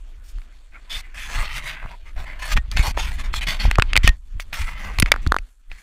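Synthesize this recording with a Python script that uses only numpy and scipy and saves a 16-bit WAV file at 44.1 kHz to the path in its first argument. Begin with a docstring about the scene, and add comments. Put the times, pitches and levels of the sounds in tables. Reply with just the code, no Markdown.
"""A hand-held camera in dry grass.

Someone walks over a quiet hillside with a small camera in the hand. Fingers and stalks scrape over
the housing by stick-slip friction. Shifts of the grip excite its resonances as clicks and knocks and
push low thumps into the microphone; the loudest peaks overload it. The movement of the hand makes
a low rumble, and the grass rustles underneath."""
import sys
import numpy as np
from scipy import signal
from scipy.fft import rfft, irfft, next_fast_len
from scipy.io import wavfile
from scipy.ndimage import uniform_filter1d

SR = 44100
rng = np.random.default_rng(int(sys.argv[2]) if len(sys.argv) > 2 else 0)


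def to_wav(s):
    """Save 16-bit WAV."""
    ch = np.atleast_2d(s).T  # columns
    pcm = np.round(np.clip(ch, -1, 1) * 32767)  # PCM
    wavfile.write(sys.argv[1], SR, pcm.astype(np.int16))


N = 256794
TIME = np.arange(N) / SR
FFT_SIZE = next_fast_len(N + 4096)
FREQS = np.maximum(np.arange(FFT_SIZE // 2 + 1) * SR / FFT_SIZE, 1)

# Resonances of the housing. Each row: centre in Hz, bandwidth in Hz, boost in dB.
HOUSING_MODES = [(630, 120, 4), (910, 180, -0.5), (1400, 94, -2.5), (2090, 310, 0.5), (2464.3, 68, 4),
                 (3460, 1000, 4), (4400, 160, 7), (9700, 900, 0)]
# Unrest of the carrying hand. Each row: time in seconds, relative rumble level in dB.
HAND_SWAY = [(0.0, -35.5), (0.37, -41), (0.68, -43.5), (1.52, -31.5), (1.81, -40.5), (3.01, -25.5),
             (3.45, -28), (3.96, -21.5), (4.2, -39), (5.25, -27), (5.44, -50), (5.82, -51)]


def scrapes(catch_s=0.0025, release_s=0.006, judder_db=1.44, judder_per_s=140, gain_db=0.22):
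    """Sliding friction excites the housing: each stroke catches abruptly, judders and trails off."""
    # Short strokes. Each row: start and length in seconds, crest as a share of the length, crest level
    # in dB, fade after the crest in dB, hiss and body in dB relative to the level.
    short_strokes = [(0.235, 0.083, 0.31, -64, 3, 12, -21), (0.718, 0.081, 0.51, -49, 6, -35, -8),
                     (0.896, 0.115, 0.2, -37, 2.5, -2, -14), (1.021, 0.12, 0.18, -49, 8.5, -30, -15),
                     (1.897, 0.058, 0.28, -43.5, 7, -17, -4), (2.055, 0.054, 0.43, -47.5, 8, -13.5, -9.5),
                     (2.16, 0.087, 0.44, -42, 4.5, -9, 2), (2.256, 0.13, 0.066, -38, 10, -19.5, -6.5),
                     (2.391, 0.093, 0.38, -33, 1, -11.5, -13.5), (2.484, 0.053, 0.78, -26, 5, -4.5, -14),
                     (2.562, 0.027, 0.45, -21.5, 17.5, -15, -9), (2.717, 0.048, 0.076, -39, 10, -8, -3.5),
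                     (2.765, 0.056, 0.13, -30, 5.5, -5, -6.5), (2.825, 0.088, 0.66, -31, 8.5, 0.5, -3),
                     (2.943, 0.024, 0.38, -42, 6, -16, -3), (2.97, 0.15, 0.14, -29.5, 11, -7, -8),
                     (3.124, 0.054, 0.13, -41.5, 11, -4.5, -4), (3.184, 0.039, 0.64, -36, 10, -7.5, -1.5),
                     (3.235, 0.056, 0.25, -33, 17.5, -15.5, -9), (3.33, 0.061, 0.63, -31.5, 7, -3, -9.5),
                     (3.41, 0.042, 0.61, -32.5, 16, -7, -7.5), (3.468, 0.11, 0.24, -24.5, 19.5, -6.5, -7.5),
                     (3.591, 0.16, 0.14, -28.5, 18.5, -13, -11), (3.889, 0.028, .35, -40, 7.5, -27, -27),
                     (4.032, 0.04, .1, -26.5, 2.5, -14, -15), (4.069, 0.013, 0.16, -26.5, 1, -10, -15),
                     (4.401, 0.026, .1, -34, 13.5, -0.5, -24), (5.065, 0.021, 0.7, -37.5, -1, -15, -3),
                     (5.215, 0.064, .2, -49, 11, -6, -21), (5.698, 0.12, 0.17, -51.5, 1, -10, -14.5)]
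    # Two long drags. Each row: time in seconds, level in dB, hiss and body in dB relative to the level.
    first_drag = [(1.143, -40.5, -14, -9.5), (1.223, -35.5, -10, -22), (1.293, -34, -11, -13),
                  (1.375, -26.5, -14, -13.5), (1.445, -28, -16, -10.5), (1.485, -34.5, -19, -22.5),
                  (1.579, -30, -8, -16), (1.611, -41, -17, -10), (1.679, -31.5, -8, -12.5),
                  (1.781, -38.5, -30.5, -11), (1.833, -46.5, -24, -5), (1.895, -48, -16, -6)]
    second_drag = [(4.527, -34, -8, -1), (4.545, -26, -10, -18.5), (4.583, -37, -5, -8),
                   (4.619, -26, -14.5, -28), (4.659, -41, -11, -15), (4.687, -27.5, -23.5, -15),
                   (4.703, -41.5, -8, -8), (4.765, -37, -28.5, -11), (4.795, -33.5, -15, -13.5),
                   (4.828, -39, -16.5, -6), (4.865, -35, -14, -4), (4.919, -40, -22, 0),
                   (4.976, -51, -9, -12)]
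    # Spectrum of a scrape. Each row: frequency in Hz, relative spectral density in dB.
    spectrum = [(76, -13.5), (130, -4), (464, -24.5), (637, -14), (967, -7.5), (1330, -7), (2060, -0.5),
                (2720, -5.5), (4380, -13.5), (5030, -14.5), (15000, -30)]
    # Emphasis of the upper middle band. Each row: time in seconds, gain in dB.
    emphasis = [(0.9, -1.5), (1.4, -3.5), (1.8, -3.5), (2.5, -2.5), (3.5, 3), (4.1, 3), (4.55, -6.5),
                (4.95, -5)]
    strokes = sorted([stroke_course(*row) for row in short_strokes] + [first_drag, second_drag])
    level_db, hiss_db, body_db = curves(sorted(tuple(row) for stroke in strokes for row in stroke))
    noise = coloured(stick_slip(slips_per_s=2800, spread_db=3.4, hiss=0.6), spectrum, HOUSING_MODES)
    sliding = modulated(noise, level_db + body_db, level_db, level_db + hiss_db,
                        flicker_db=2.0, flicker_per_s=35)
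    upper_middle = filtered(sliding, (2900, 5600), "band", order=1)
    sliding += (from_db(curves(emphasis)[0]) - 1) * upper_middle
    sliding *= from_db(gain_db + judder_db * drift(judder_per_s))
    out = np.zeros(N)
    next_starts = [stroke[0][0] for stroke in strokes[1:]] + [np.inf]
    for stroke, next_start in zip(strokes, next_starts):
        start, end = stroke[0][0], stroke[-1][0]
        during = (TIME > start - catch_s / 2) & (TIME < min(end + 5 * release_s, next_start))
        t = TIME[during]
        catch = np.clip((t - start) / catch_s + 0.5, 0, 1)
        release = np.exp(-np.maximum(t - end, 0) / release_s)
        out[during] += catch * release * moving_contact(sliding[during])
    return out


def stroke_course(start, length, crest, level_db, fade_db, hiss_db, body_db):
    """Friction grows louder and brighter with pressure, which builds to a crest and then eases."""
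    catch_db, swell_db_per_s = 5.5, 67
    hiss_growth, body_growth = 0.24, -0.22  # dB for each dB of pressure
    rise_s = length * np.clip(crest, 0.02, 0.98)
    times = [start, start + rise_s, start + length]
    below_crest_db = [catch_db + swell_db_per_s * rise_s, 0, fade_db]
    return [(s, level_db - drop, hiss_db - hiss_growth * drop, body_db - body_growth * drop)
            for s, drop in zip(times, below_crest_db)]


def stick_slip(slips_per_s, spread_db, hiss):
    """Stick-slip friction releases tiny impulses of uneven size at random, over a smooth hiss."""
    sizes = from_db(spread_db * np.minimum(rng.exponential(1, N), 4)) * rng.choice([-1, 1], N)
    slips = sizes * (rng.random(N) < slips_per_s / SR)
    return slips / rms(slips) + hiss * rng.standard_normal(N)


def moving_contact(sound, ripple_db=4.0, dwell_s=0.11):
    """Mode excitation depends on the contact point: one pattern of resonances fades into the next."""
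    size = next_fast_len(len(sound) + 2)
    spectrum = rfft(sound, size)
    hz = np.arange(size // 2 + 1) * SR / size
    ripple_axis = np.sqrt(hz * 2000) * 2 / 130  # knots 130 Hz apart at 2 kHz, wider above
    places = int(len(sound) / SR / dwell_s) + 1
    position = np.linspace(0, places - 1, len(sound))
    out = 0
    for place in range(places):
        knots = rng.standard_normal(SR // 80)
        ripple = from_db(ripple_db * np.interp(ripple_axis, np.arange(len(knots)), knots))
        crossfade = np.clip(1 - abs(position - place), 0, 1)
        out += crossfade * irfft(spectrum * ripple / rms(ripple), size)[:len(sound)]
    return out


def rasps(t60=0.02, gain_db=3.0):
    """Forced vibration: friction drives one narrow resonance for the length of a slide."""
    # Pitched slides. Each row: start and length in seconds, pitch in Hz, relative level in dB.
    slides = [(0.739, 0.043, 1400, -51.5), (0.74, 0.035, 2230, -49), (0.892, 0.095, 3510, -35),
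              (1.284, 0.086, 700, -49), (2.771, 0.061, 2230, -32), (2.83, 0.069, 956, -34),
              (2.972, 0.045, 850, -36.5), (3.594, 0.035, 4400, -33), (4.6, 0.11, 1990, -48)]
    out = np.zeros(N)
    for start, length, hz, db in slides:
        size = int(length * SR)
        tone = ring(rng.standard_normal(SR // 2)[:size], hz, t60)
        add(out, start, from_db(db + gain_db) * tone / rms(tone) * signal.windows.tukey(size))
    return out


def clicks(ring_cycles=5, chatter_s=0.0015, tail_s=0.012, snap_s=0.0012, crack_s=0.00048, gain_db=-2.5):
    """A hard impact is broadband: a brief tone and housing modes sound with a snap, crack and push."""
    # Clicks of the grip. Each row: time in seconds, relative level in dB, pitch in Hz, brightness in dB.
    impacts = [(0.385, -40.5, 1550, 7.5), (0.418, -40, 1770, -20), (2.5738, -7.5, 1490, -11),
               (2.715, -20.5, 3420, -1), (2.7709, -9.5, 2300, -14), (2.975, -13.5, 950, -14),
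               (3.34, -12, 1690, -7), (3.7128, -7, 1920, 2.5), (3.756, -14.5, 2310, -18),
               (3.7976, -8.5, 1600, -17), (3.8222, -0.5, 1900, -30), (3.933, -8, 2130, -39),
               (3.9564, -5.5, 1890, -23.5), (3.9651, 3, 2100, -9), (3.9748, 0.5, 2700, -4),
               (4.076, 4.5, 2510, -4), (4.0914, -10.5, 2130, 3.5), (4.3986, -19.5, 1760, -1),
               (4.5306, -18, 1990, -22.5), (4.9865, -9.5, 1750, -1), (4.9999, -7.5, 3150, 0),
               (5, -5, 9500, -12), (5.0236, -6.5, 2240, 7), (5.0255, -2, 2300, -6.5),
               (5.0605, -13.5, 2090, -45), (5.118, 12.5, 1900, -5), (5.2649, -19, 1380, -7),
               (5.273, -22, 3770, -19.5), (5.3863, -18.5, 1930, -3), (5.716, -26.5, 1990, -42)]
    out, t = np.zeros(N), TIME[:SR // 24]
    impulse = 1.0 * (t == 0) + 1e-18
    for start, db, hz, bright_db in impacts:
        chatter, crack_noise, strengths, shifts, snap_noise = rng.standard_normal((5, len(t)))
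        chatter_decay = np.exp(-t / chatter_s) + from_db(-38) * np.exp(-t / tail_s)
        force = impulse + 0.32 * chatter * chatter_decay
        force = filtered(force, [hz / 2, min(4 * hz, SR / 3)], "band", order=1)
        modes = gripped_housing(force, hz, strengths, shifts)
        tap = filtered(impulse, [0.7 * hz, 2.2 * hz], "band", order=1)
        tone = ring(tap, hz, ring_cycles / hz)
        snap = filtered(snap_noise * np.exp(-t / snap_s), [1.1 * hz, 2.4 * hz], "band")
        crack = filtered(crack_noise * np.exp(-t / crack_s), [4000, 11000], "band")
        push = filtered(impulse, 480, "low")
        click = mix_peaks((tone, 0), (modes, 1), (snap, 0.09 * bright_db - 2),
                          (crack, bright_db - 7), (push, -15))
        add(out, start, from_db(db + gain_db) * click)
    return out


def gripped_housing(force, pitch_hz, strengths, shifts, focus_octaves=0.41, damping_hz=150, detune=0.037):
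    """Modal response: modes near the click's pitch ring most, and the grip detunes and damps each."""
    out = 0
    for (hz, width_hz, _), strength, shift in zip(HOUSING_MODES, strengths, shifts):
        nearness = 1 / (1 + (np.log2(hz / pitch_hz) / focus_octaves) ** 2)
        loaded_hz = hz * np.exp(detune * shift)
        t60 = np.log(1000) / (np.pi * (width_hz + damping_hz))
        out += nearness * from_db(2 * strength) * ring(force, loaded_hz, t60)
    return out


def knocks(swing_cycles=0.35, push_cycles=0.32, grit_s=0.001):
    """Soft flesh damps the housing within about three cycles, with a push of air and a little grit."""
    # Fingertip knocks, the first four a quick creak. Each row: time in seconds, level in dB, pitch in Hz.
    taps = [(1.829, -29.5, 1050), (1.84, -31, 1050), (1.847, -31, 1050), (1.86, -26, 1090),
            (3.653, -14.5, 800), (3.7836, -12.5, 1150), (3.7852, -1.5, 1086), (3.7857, -7, 420),
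            (5.1405, -11.5, 1400), (5.1616, -15, 1400), (5.265, -16, 257), (5.321, 4, 1364),
            (5.3436, -7.5, 1220), (5.365, -4.5, 1270)]
    out, t = np.zeros(N), TIME[:SR // 32]
    for start, db, hz in taps:
        cycles = hz * t
        swing = -np.sin(2 * np.pi * cycles) * cycles ** 2 * np.exp(-cycles / swing_cycles)
        push = -np.gradient(cycles ** 2 * np.exp(-cycles / push_cycles))
        grit = filtered(rng.standard_normal(len(t)) * np.exp(-t / grit_s), [2000, 4000], "band", order=1)
        add(out, start, from_db(db) * mix_peaks((swing, 0), (push, -9), (grit, -14.5)))
    return out


def pings():
    """Free vibration: with no finger to damp it, the housing rings on briefly after a blow."""
    # Blows on the housing. Each row: time in seconds, strength in dB.
    blows = [(2.575, -19.5), (4.077, -5.5)]
    # Freely ringing modes. Each row: frequency in Hz, gain in dB, time to fall 60 dB in seconds.
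    free_modes = [(1855, -1.5, 0.071), (2380, -12.5, 0.02)]
    force = np.zeros(N)
    for start, db in blows:
        add(force, start, from_db([db]))
    return sum(from_db(db) * ring(force, hz, t60) for hz, db, t60 in free_modes)


def thumps(decay_cycles=0.41, onset_cycles=0.079, gain_db=5.5):
    """Heavily damped oscillation: a push of the hand sends one pressure swing into the microphone."""
    # Pushes of the hand. Each row: time in seconds, relative level in dB, frequency in Hz.
    pushes = [(1.387, -15, 42), (1.852, -27, 95), (2.557, -6.5, 41), (2.581, -11, 55), (2.759, -14, 53),
              (2.794, -8, 60), (2.88, -13, 52), (3.65, -7, 44), (3.679, -3.5, 39.6), (3.786, -1.5, 90),
              (3.978, -6.5, 38), (4.044, -3, 69.3), (4.088, -3.5, 39.5), (4.99, -8.5, 41.3),
              (5.027, -4, 169.7), (5.033, -6.5, 38.75), (5.266, -7.5, 80)]
    out, t = np.zeros(N), TIME[:SR // 5]
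    for start, db, hz in pushes:
        cycles = hz * t
        envelope = (1 - np.exp(-cycles / onset_cycles)) * np.exp(-cycles / decay_cycles)
        add(out, start, -from_db(db + gain_db) * np.sin(2 * np.pi * cycles) * envelope)
    return filtered(out, 9.2, "high", order=1)


def rumble(gain_db=2.0, levelling_s=0.045, upper_hz=44, upper_growth=0.72):
    """Structure-borne noise swells with the movement of the hand; brisk movement reaches higher."""
    # Spectrum of the rumble. Each row: frequency in Hz, relative spectral density in dB.
    spectrum = [(16, 6.5), (30, 7.5), (47, -0.5), (66, -10.5), (130, -33), (300, -41), (2000, -120)]
    noise = coloured(rng.standard_normal(N), spectrum)
    local_power = uniform_filter1d(abs(signal.hilbert(noise)) ** 2 / 2, int(levelling_s * SR))
    even = noise / np.sqrt(local_power + 1e-12)
    upper = filtered(filtered(even, upper_hz, "high")[::-1], upper_hz, "high")[::-1]  # zero phase
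    sway_db, = curves(HAND_SWAY)
    level_db = with_jolts(sway_db)
    brisk_db = (level_db + sway_db) / 2
    lift_db = np.minimum(upper_growth * (brisk_db - np.median(brisk_db)), 3.0)
    return (even + upper * (from_db(lift_db) - 1)) * from_db(level_db + gain_db)


def with_jolts(sway_db, rise_s=0.028, fall_s=0.031):
    """Incoherent sources add in power: each jolt swells and dies away on top of the hand's unrest."""
    # Jolts of the walk that reach the camera. Each row: time in seconds, relative level in dB.
    jolts = [(0.37, -27), (0.96, -30.5), (1.39, -20.5), (1.85, -30.5), (2.18, -25), (2.56, -16.5),
             (2.79, -16.5), (3.28, -25.5), (3.68, -20.5), (4.07, -15.5), (4.36, -25), (4.63, -22),
             (5.02, -17), (5.29, -21), (5.399, -26), (5.719, -32)]
    power = from_db(sway_db) ** 2
    for crest_s, db in jolts:
        away = np.maximum((crest_s - TIME) / rise_s, (TIME - crest_s) / fall_s)
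        power += from_db(db) ** 2 * np.exp(-np.minimum(away ** 2, 20))
    return 10 * np.log10(power)


def grass(body_db=-8.0, mean_hiss_db=-72, hiss_growth=0.24):
    """Friction of dry blades around the legs: many small slips merge into a soft crackle."""
    # Course of the rustle. Each row: time in seconds, level of the middle band in dB.
    levels = [(0, -61.5), (0.45, -57.5), (0.7, -65), (0.83, -55.5), (1.1, -58), (2.02, -59), (2.66, -56),
              (3.9, -44.5), (4.13, -49.5), (4.2, -72.5), (4.35, -61), (4.48, -59.5), (5.15, -45),
              (5.48, -63.5), (5.57, -77), (5.82, -63)]
    # Spectrum of the rustle. Each row: frequency in Hz, relative spectral density in dB.
    spectrum = [(130, -5.5), (260, 0.5), (530, -7.5), (1500, -5), (5000, -6.5), (7400, -1.5),
                (15000, -14.5)]
    level_db, = curves(levels)
    hiss_db = mean_hiss_db + hiss_growth * (level_db - level_db.mean())
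    noise = coloured(stick_slip(slips_per_s=760, spread_db=1.0, hiss=0.97), spectrum, HOUSING_MODES)
    return modulated(noise, level_db + body_db, level_db, hiss_db, flicker_db=3.0, flicker_per_s=24)


def modulated(noise, body_db, mid_db, hiss_db, flicker_db, flicker_per_s):
    """Amplitude modulation: half-octave bands follow three level curves, each with its own flicker."""
    zones = [(body_db, (400, 1100)), (mid_db, (1200, 3200)), (hiss_db, (5000, 15000))]
    gains_db = np.array([db - 20 * np.log10(rms(filtered(noise, edges_hz, "band", order=4)))
                         for db, edges_hz in zones])
    anchors_hz = [750, 1600, 2500, 6500]
    # Weights of body, middle and hiss. Each row: that zone's share at each anchor frequency.
    weights = [[0.94, 0.061, 0.0011, 0.0056], [0.01, 0.93, 0.98, 0.0042], [0.059, 0, 0.074, 0.97]]
    spectrum, out = rfft(noise, FFT_SIZE), 0
    for hz in 62.5 * 2 ** np.arange(0.5, 8.1, 0.5):
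        triangle = np.clip(1 - 2 * abs(np.log2(FREQS / hz)), 0, 1)
        band = irfft(spectrum * triangle, FFT_SIZE)[:N]
        shares = np.array([np.interp(np.log(hz), np.log(anchors_hz), row) for row in weights])
        out += band * from_db(shares @ gains_db + flicker_db * drift(flicker_per_s))
    return out


def coloured(x, spectrum, resonances=()):
    """Source-filter shaping: x takes on a broad spectrum with resonance peaks on top."""
    hz, db = np.transpose(spectrum)
    shape_db = np.interp(np.log(FREQS), np.log(hz), db)
    for centre, width, peak_db in resonances:
        shape_db += peak_db / (1 + (2 * (FREQS - centre) / width) ** 2)
    low_cut = 1 / np.sqrt(1 + (hz[0] / FREQS) ** 8)
    return irfft(rfft(x, FFT_SIZE) * from_db(shape_db) * low_cut, FFT_SIZE)[:N]


def ring(x, hz, t60):
    """Damped resonator: a unit impulse starts a unit sine that falls 60 dB in t60 seconds."""
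    radius, angle = np.exp(-np.log(1000) / (t60 * SR)), 2 * np.pi * hz / SR
    return signal.lfilter([0, np.sin(angle)], [1, -2 * radius * np.cos(angle), radius ** 2], x + 1e-18)


def drift(per_s):
    """Slow random fluctuation with an RMS of 1."""
    knots = rng.standard_normal(int(N / SR * per_s) + 3)
    wander = np.interp(TIME * per_s + rng.random(), np.arange(len(knots)), knots)
    return wander / rms(wander)


def filtered(x, hz, kind, order=2):
    """Maximally flat filter, its corners held between 10 Hz and 0.45 SR."""
    sections = signal.butter(order, np.clip(hz, 10, 0.45 * SR), kind, fs=SR, output="sos")
    return signal.sosfilt(sections, x)


def curves(rows):
    """Linear interpolation of timed rows, one curve for each column after the time."""
    times, *columns = np.transpose(rows)
    return [np.interp(TIME, times, column) for column in columns]


def mix_peaks(*parts):
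    """Superposition of (sound, dB) pairs, each scaled to that peak level."""
    return sum(from_db(db) * sound / abs(sound).max() for sound, db in parts)


def add(out, start_s, sound):
    """Superposes a sound on out from start_s."""
    at = round(start_s * SR)
    out[at:at + len(sound)] += sound[:N - at]


def from_db(db):
    """Decibels to amplitude ratio."""
    return 10 ** (np.asarray(db) / 20)


def rms(x):
    """Root mean square."""
    return np.sqrt(np.mean(x ** 2) + 1e-20)


def scene():
    """Free field: all sources add close to the one microphone, and the open hillside gives no echo."""
    return (scrapes() + rasps() + grass() + rumble() + clicks() + knocks() + thumps() + pings())[None]


def record(dry):
    """Overload clips the loudest peaks, and a steep low-pass limits the bandwidth to 15.4 kHz."""
    low_pass = signal.ellip(10, 0.1, 90, 15400, fs=SR, output="sos")
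    return signal.sosfilt(low_pass, np.clip(dry, -0.85, 0.85))


dry = scene()
out = record(dry)
to_wav(out)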